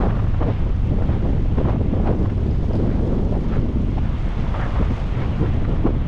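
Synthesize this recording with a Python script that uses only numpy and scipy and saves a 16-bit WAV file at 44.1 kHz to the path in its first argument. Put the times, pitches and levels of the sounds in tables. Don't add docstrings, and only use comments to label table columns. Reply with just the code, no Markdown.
import sys
import numpy as np
from scipy import signal
from scipy.fft import rfft, irfft, next_fast_len
from scipy.io import wavfile
from scipy.ndimage import uniform_filter1d, minimum_filter1d, map_coordinates

SR = 44100
rng = np.random.default_rng(int(sys.argv[2]) if len(sys.argv) > 2 else 0)


def file_out(sig):
    cols = np.atleast_2d(sig).T
    lim = np.clip(cols, -1, 1)
    pcm = np.round(lim * 32767).astype(np.int16)
    wavfile.write(sys.argv[1], SR, pcm)


N = 268083

# time in seconds, level in dB.
BUFFET_LEVEL = [(0, -18), (.9, -17.5), (1.6, -17.5), (1.95, -20), (2.07, -17.5), (2.35, -19), (3.2, -19),
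                (3.85, -19), (4.6, -20.5), (4.8, -18), (5.05, -21.5), (5.6, -18), (6.08, -19)]
# centre in seconds, depth in dB, half length in seconds.
LULLS = [(0.166, 1.5, 0.033), (0.558, 5, .025), (0.757, 2, 0.022), (1.19, 3, .02), (2.161, 8, 0.015),
         (2.315, 2.5, .02), (3.435, 5.5, 0.022), (3.707, 5, 0.02), (3.91, 2, 0.019), (4.173, 3, 0.02),
         (4.33, 4.5, .025), (4.58, 2, 0.018), (4.71, 3.5, .018), (4.978, 6, 0.018), (5.353, 3, .02),
         (6.039, 4, 0.011)]
# time in seconds, level in dB.
FLOW_LEVEL = [(0, -20.5), (.3, -38), (.8, -37.5), (.93, -27), (1.33, -27), (1.47, -31), (1.62, -26),
              (2.17, -24), (2.33, -28.5), (2.6, -30), (2.78, -23.5), (3.45, -24.5), (3.8, -23.5),
              (4.15, -37.5), (4.65, -29), (5.05, -37), (5.3, -29), (5.82, -30.5), (5.97, -27.5),
              (6.03, -36.5)]
# time in seconds, base corner in Hz.
EDDY_CORNER = [(0, 478), (3.15, 447), (3.65, 301), (5.3, 362), (5.7, 470)]
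# centre in seconds, level in dB, half length in seconds, corner in Hz.
BLASTS = [(0.023, -29, 0.046, 885), (0.06, -23.5, 0.015, 510), (0.092, -31, 0.0045, 950),
          (0.164, -33, 0.011, 950), (0.231, -33, 0.016, 450), (0.346, -33, .003, 1000),
          (0.415, -16.5, 0.0047, 360), (0.426, -23, 0.017, 630), (0.479, -22.5, 0.016, 495),
          (0.496, -23.5, 0.015, 426), (0.515, -49, 0.058, 2800), (0.627, -29, 0.011, 295),
          (.668, -30.5, 0.0057, 550), (.702, -26.5, 0.0045, 394), (.932, -24.5, 0.012, 300),
          (0.984, -28, 0.0053, 560), (1.024, -26.5, 0.012, 605), (1.096, -29, 0.01, 620),
          (1.136, -35.5, 0.02, 990), (1.264, -28, 0.011, 520), (1.305, -26, 0.0044, 450),
          (1.332, -27, 0.0082, 450), (1.583, -20, 0.0053, 520), (1.605, -23, 0.0064, 480),
          (1.615, -19.5, 0.0023, 500), (1.653, -29, 0.0066, 810), (1.693, -24.5, 0.014, 760),
          (1.73, -24.5, 0.0047, 764), (1.761, -25.5, 0.0048, 453), (1.836, -34, .004, 560),
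          (1.94, -27, 0.022, 380), (1.985, -29, .018, 470), (2.043, -22.5, 0.0064, 330),
          (2.074, -25.5, 0.016, 740), (2.075, -35.5, 0.0099, 1500), (2.1, -23, 0.02, 484),
          (2.14, -25.5, .02, 420), (2.218, -23, .018, 305), (2.257, -29, 0.0045, 850),
          (2.303, -38, .006, 1400), (2.473, -28, 0.049, 225), (2.643, -30, 0.0033, 620),
          (2.71, -27, 0.0088, 447), (2.748, -25.5, 0.01, 473), (2.838, -26, 0.056, 348),
          (2.916, -43.5, 0.055, 1600), (2.966, -28.5, .012, 378), (3.126, -26, .012, 420),
          (3.13, -27.5, 0.097, 390), (3.354, -29, 0.018, 595), (3.546, -36, 0.031, 1240),
          (3.591, -18.5, 0.012, 190), (3.984, -38.5, 0.0064, 1900), (4.055, -43, 0.027, 1400),
          (4.271, -25.5, 0.014, 202), (4.391, -23.5, .014, 168), (4.406, -50, .014, 4000),
          (4.548, -26.5, 0.0073, 750), (4.761, -44, 0.016, 1900), (4.81, -21, 0.012, 302),
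          (4.916, -22.5, 0.012, 252), (5.227, -37.5, 0.026, 1650), (5.428, -18, 0.025, 273),
          (5.46, -39.5, 0.014, 1700), (5.651, -34, 0.0052, 1350), (5.713, -25, 0.026, 320),
          (5.765, -34, 0.0045, 1150), (5.855, -16.5, 0.0077, 262), (5.87, -18, 0.0077, 524)]
# start in seconds, envelope peak in dB, pitch in Hz.
SLAPS = [(.069, -15, 546), (1.577, -16, 202), (2.1, -16, 300), (4.812, -13, 322), (5.69, -16.5, 262),
         (5.732, -19.5, 278), (5.852, -8, 257), (5.89, -13.5, 383), (5.904, -19, 436)]
# centre in seconds, level in dB, half length in seconds, pitch in Hz,
# half bandwidth as a share of the pitch.
WHISTLES = [(3.982, -31, 0.0076, 766, 0.15), (4.633, -36, 0.019, 1710, 0.13), (5.871, -31, 0.013, 900, 0.3)]
# time in seconds, level in dB.
STORM_LEVEL = [(0, -46), (.53, -38), (.8, -42.5), (1.18, -40), (1.45, -42.5), (1.65, -39.5), (1.85, -42.5),
               (3.3, -45), (3.52, -39.5), (3.72, -43.5), (4.4, -36.5), (5.0, -37.5), (5.2, -35), (5.5, -37),
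               (6.08, -40)]
# time in seconds, level of its hiss in dB.
DRIFT_LEVEL = [(0, -58), (.5, -60.5), (1.2, -59.5), (1.65, -59), (1.8, -62), (2.2, -59.5), (2.6, -58),
               (3.5, -57.5), (3.7, -60), (3.95, -59.5), (4.35, -57), (4.65, -55), (5.05, -56),
               (5.75, -59.5), (5.9, -61.5)]
# centre in seconds, level in dB, half length in seconds, raggedness in dB.
HOWLS = [(0.118, -36.5, 0.13, 5), (4.607, -31.5, 0.049, 3.5), (4.775, -38.5, 0.027, 2.5),
         (4.79, -36, 0.15, 3), (5.254, -44, 0.047, 6)]
# start in seconds, relative level in dB, focus in Hz, spread in octaves.
ICE_GRAINS = [(2.1908, -40, 5170, .15), (2.379, -44, 5000, .1), (2.5104, -42, 5000, .1),
              (2.549, -43, 5000, .1), (2.6095, -48, 6200, .4), (2.6409, -45, 6560, .5),
              (2.7324, -37, 5000, .14), (2.7538, -35, 5000, 0.79), (2.7648, -37, 8000, .4),
              (2.7734, -41, 4900, .16), (4.791, -41, 9000, .35)]
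# frequency in Hz, relative level in dB, seconds to decay by 60 dB.
HOUSING_MODES = [(3500, -8, .012), (4640, -0.5, 0.015), (4990, -1, .022), (5870, -4.5, .012),
                 (6540, -10, 0.022), (9300, -10, .013)]
# frequency in Hz, relative spectral density in dB.
LARGE_EDDY_SPECTRUM = [(8, -9.5), (22, 1), (45, -1.5), (80, -3.5), (120, -5.5), (170, -15), (300, -25.5),
                       (700, -62.5), (2000, -92.5), (9000, -130)]
SMALL_EDDY_SPECTRUM = [(50, -30.5), (120, -4.5), (190, 3.5), (320, -3.5), (550, -8), (1200, -11.5),
                       (3300, -10), (6000, -30.5), (12000, -72)]
AIR_SPECTRUM = [(100, -0.5), (350, 6), (600, 6.5), (1100, 3), (1500, -2.5), (1850, -4.5), (1955, -4),
                (2100, -4), (2450, -7), (2720, -7), (3300, -9.5), (4100, -20.5), (6000, -40), (13000, -78)]
SNOW_SPECTRUM = [(1500, -27), (3200, 6.5), (5000, -0.5), (5500, -1.5), (6600, -4.5), (7400, -10),
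                 (9400, -15), (10700, -22.5), (12000, -29.5), (13000, -43), (15700, -68.5)]
HOWL_SPECTRUM = [(250, -32), (550, 5.5), (850, 0.5), (1200, 3.5), (1600, -6.5), (2100, -9.5), (3300, -19.5),
                 (7000, -59.5), (13000, -80.5)]


def buffet():
    level_db, = curves(BUFFET_LEVEL)
    return amp(level_db + 0.34 * wobble(9.6)) * steadied(noise(LARGE_EDDY_SPECTRUM), span=0.048)


def lulls():
    t = np.arange(N) / SR
    return amp(-sum(db * swell(t - centre, half) for centre, db, half in LULLS))


def flutter():
    level_db, = curves(FLOW_LEVEL)
    corner_hz, = curves(EDDY_CORNER)
    puff_db, ripple_db = 2 * wobble(65), 1.5 * wobble(190)
    puffs = steadied(amp(puff_db + ripple_db), span=0.062)
    eddies = turbulence(corner_hz * puffs ** 0.35, steepness=2.75)
    surge_db = wobble(11)
    return amp(level_db + surge_db) * puffs * eddies


def turbulence(corner_hz, steepness):
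    hz, t, spectra = signal.stft(noise(SMALL_EDDY_SPECTRUM), SR, nperseg=256)
    corner = np.interp(t, np.arange(N) / SR, np.maximum(corner_hz, 50))
    rolloff = 1 / np.sqrt(1 + (hz[:, None] / corner) ** (2 * steepness))
    return steadied(signal.istft(spectra * rolloff, SR, nperseg=256)[1][:N], span=0.054)


def blasts():
    out, t = np.zeros(N + SR), np.arange(SR // 2) / SR - 1 / 4
    for centre, db, half, hz in BLASTS:
        out[round(centre * SR):][:len(t)] += amp(db) * swell(t, half) * rush(hz, rise=0.41, fall=2.65)
    return out[SR // 4:][:N]


def rush(corner_hz, rise, fall):
    hz = np.fft.rfftfreq(SR // 2, 1 / SR)
    ratio = hz / corner_hz
    hump = ratio ** rise / np.sqrt(1 + ratio ** (2 * (rise + fall))) / (1 + (hz / 6500) ** 6)
    band = steadied(irfft(rfft(rng.standard_normal(SR // 2)) * hump), span=0.017)
    raggedness = steadied(amp(2.8 * wobble(258.35, size=len(band))), span=0.014)
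    return band * raggedness


def slaps():
    out, t = np.zeros(N + SR), np.arange(SR // 10) / SR
    cycles_to_peak = 0.7
    for start, db, hz in SLAPS:
        age = hz * t / cycles_to_peak
        envelope = (age * np.exp(1 - age)) ** 2
        out[round(start * SR):][:len(t)] += amp(db) * envelope * np.sin(2 * np.pi * hz * t)
    return out[:N]


def whistles():
    out, t = np.zeros(N), np.arange(N) / SR
    for centre, db, half, hz, width in WHISTLES:
        resonance = lambda f: hz * f / (hz * hz - f * f + 2j * width * hz * f)
        response = lambda f: resonance(f) ** 2 / (1 + (f / (1.7 * hz)) ** 4)
        tone = steadied(unit(filtered(rng.standard_normal(N), response)), span=0.0091)
        out += amp(db) * swell(t - centre, half) * tone
    return out


def storm():
    air_db, = curves(STORM_LEVEL)
    snow_db, = curves(DRIFT_LEVEL)
    gust_db = 0.5 * wobble(22)
    air = amp(air_db + gust_db) * patchy(noise(AIR_SPECTRUM), depth_db=1.0)
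    snow = amp(snow_db + gust_db + 1.7 * wobble(300)) * noise(SNOW_SPECTRUM)
    return air + snow


def howls():
    t, flap = np.arange(N) / SR, wobble(110)
    gusts = [amp(db) * swell(t - centre, half) * steadied(amp(ragged_db * flap), span=0.091)
             for centre, db, half, ragged_db in HOWLS]
    return np.linalg.norm(gusts, axis=0) * noise(HOWL_SPECTRUM)


def ice():
    out, t, hiss = np.zeros(N + SR), np.arange(SR // 10) / SR, noise(SNOW_SPECTRUM)
    contact = 1 - np.exp(-(t / 0.0005) ** 2)
    for start, db, focus_hz, spread in ICE_GRAINS:
        onset, ring = round(start * SR), np.zeros(len(t))
        for hz, mode_db, t60 in HOUSING_MODES:
            coupling = swell(np.log2(hz / focus_hz), spread)
            decay = amp(mode_db + rng.normal(0, 2.2) - 60 * t / t60)
            ring += coupling * decay * np.sin(2 * np.pi * (hz * t + rng.random()))
        scuff = 0.82 * spread * amp(-60 * t / 0.022) * hiss[onset:][:len(t)]
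        out[onset:][:len(t)] += amp(db - 6.5) * contact * (ring + scuff)
    return out[:N]


def sleet():
    drift_db, = curves(DRIFT_LEVEL)
    level_db = -72.5 + 1.8 * (drift_db - drift_db.mean())
    strikes = (rng.random(N) < 400 / SR) * rng.standard_normal(N)
    t = np.arange(SR // 50) / SR
    ring = sum(amp(mode_db - 60 * t / (0.36 * t60)) * np.sin(2 * np.pi * hz * t)
               for hz, mode_db, t60 in HOUSING_MODES)
    patter = signal.fftconvolve(strikes, ring)[:N]
    soft_contact = lambda hz: 1 / (1 + (hz / 9600) ** 14)
    return amp(level_db) * unit(filtered(patter, soft_contact))


def amp(db):
    return 10 ** (np.asarray(db) / 20)


def unit(x):
    return x / np.sqrt(np.mean(x ** 2) + 1e-20)


def swell(t, half):
    return np.exp(-0.5 * (t / half) ** 2)


def curves(rows):
    times, *columns = np.transpose(rows)
    return [np.interp(np.arange(N) / SR, times, column) for column in columns]


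def wobble(rate, size=N):
    knots = rng.standard_normal(int(size * rate / SR) + 4)
    return map_coordinates(knots, [np.arange(size) * rate / SR])


def filtered(x, response):
    size = next_fast_len(N + SR // 2)
    return irfft(rfft(x, size) * response(np.fft.rfftfreq(size, 1 / SR)), size)[:N]


def noise(spectrum):
    points_hz, points_db = np.transpose(spectrum)
    response = lambda hz: amp(np.interp(np.log(hz + 1), np.log(points_hz + 1), points_db))
    return unit(filtered(rng.standard_normal(N), response))


def steadied(x, span):
    size = max(int(span * SR), 2)
    return x / np.sqrt(np.abs(uniform_filter1d(uniform_filter1d(x * x, size), size)) + 1e-9)


def patchy(x, depth_db):
    spectra = signal.stft(x, nperseg=512)[2]
    field = rng.standard_normal(spectra.shape)
    patches = uniform_filter1d(uniform_filter1d(field, size=9, axis=0), size=9, axis=1)
    return unit(signal.istft(spectra * amp(depth_db * unit(patches)), nperseg=512)[1][:N])


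def scene():
    lull = lulls()
    eddies = lull * buffet() + lull ** 0.54 * flutter()
    return (eddies + blasts() + slaps() + whistles() + storm() + howls() + sleet() + ice())[None]


def record(dry):
    pressure, ceiling, top_hz = dry[0], amp(-6.5), 15700
    needed_gain = np.minimum(1, ceiling / (np.abs(pressure) + 1e-9))
    gain = uniform_filter1d(minimum_filter1d(needed_gain, size=700), size=500)
    soft_ends = signal.windows.tukey(N, 0.001)
    return filtered(pressure * gain * soft_ends, lambda hz: hz < top_hz)[None]


dry = scene()
out = record(dry)
file_out(out)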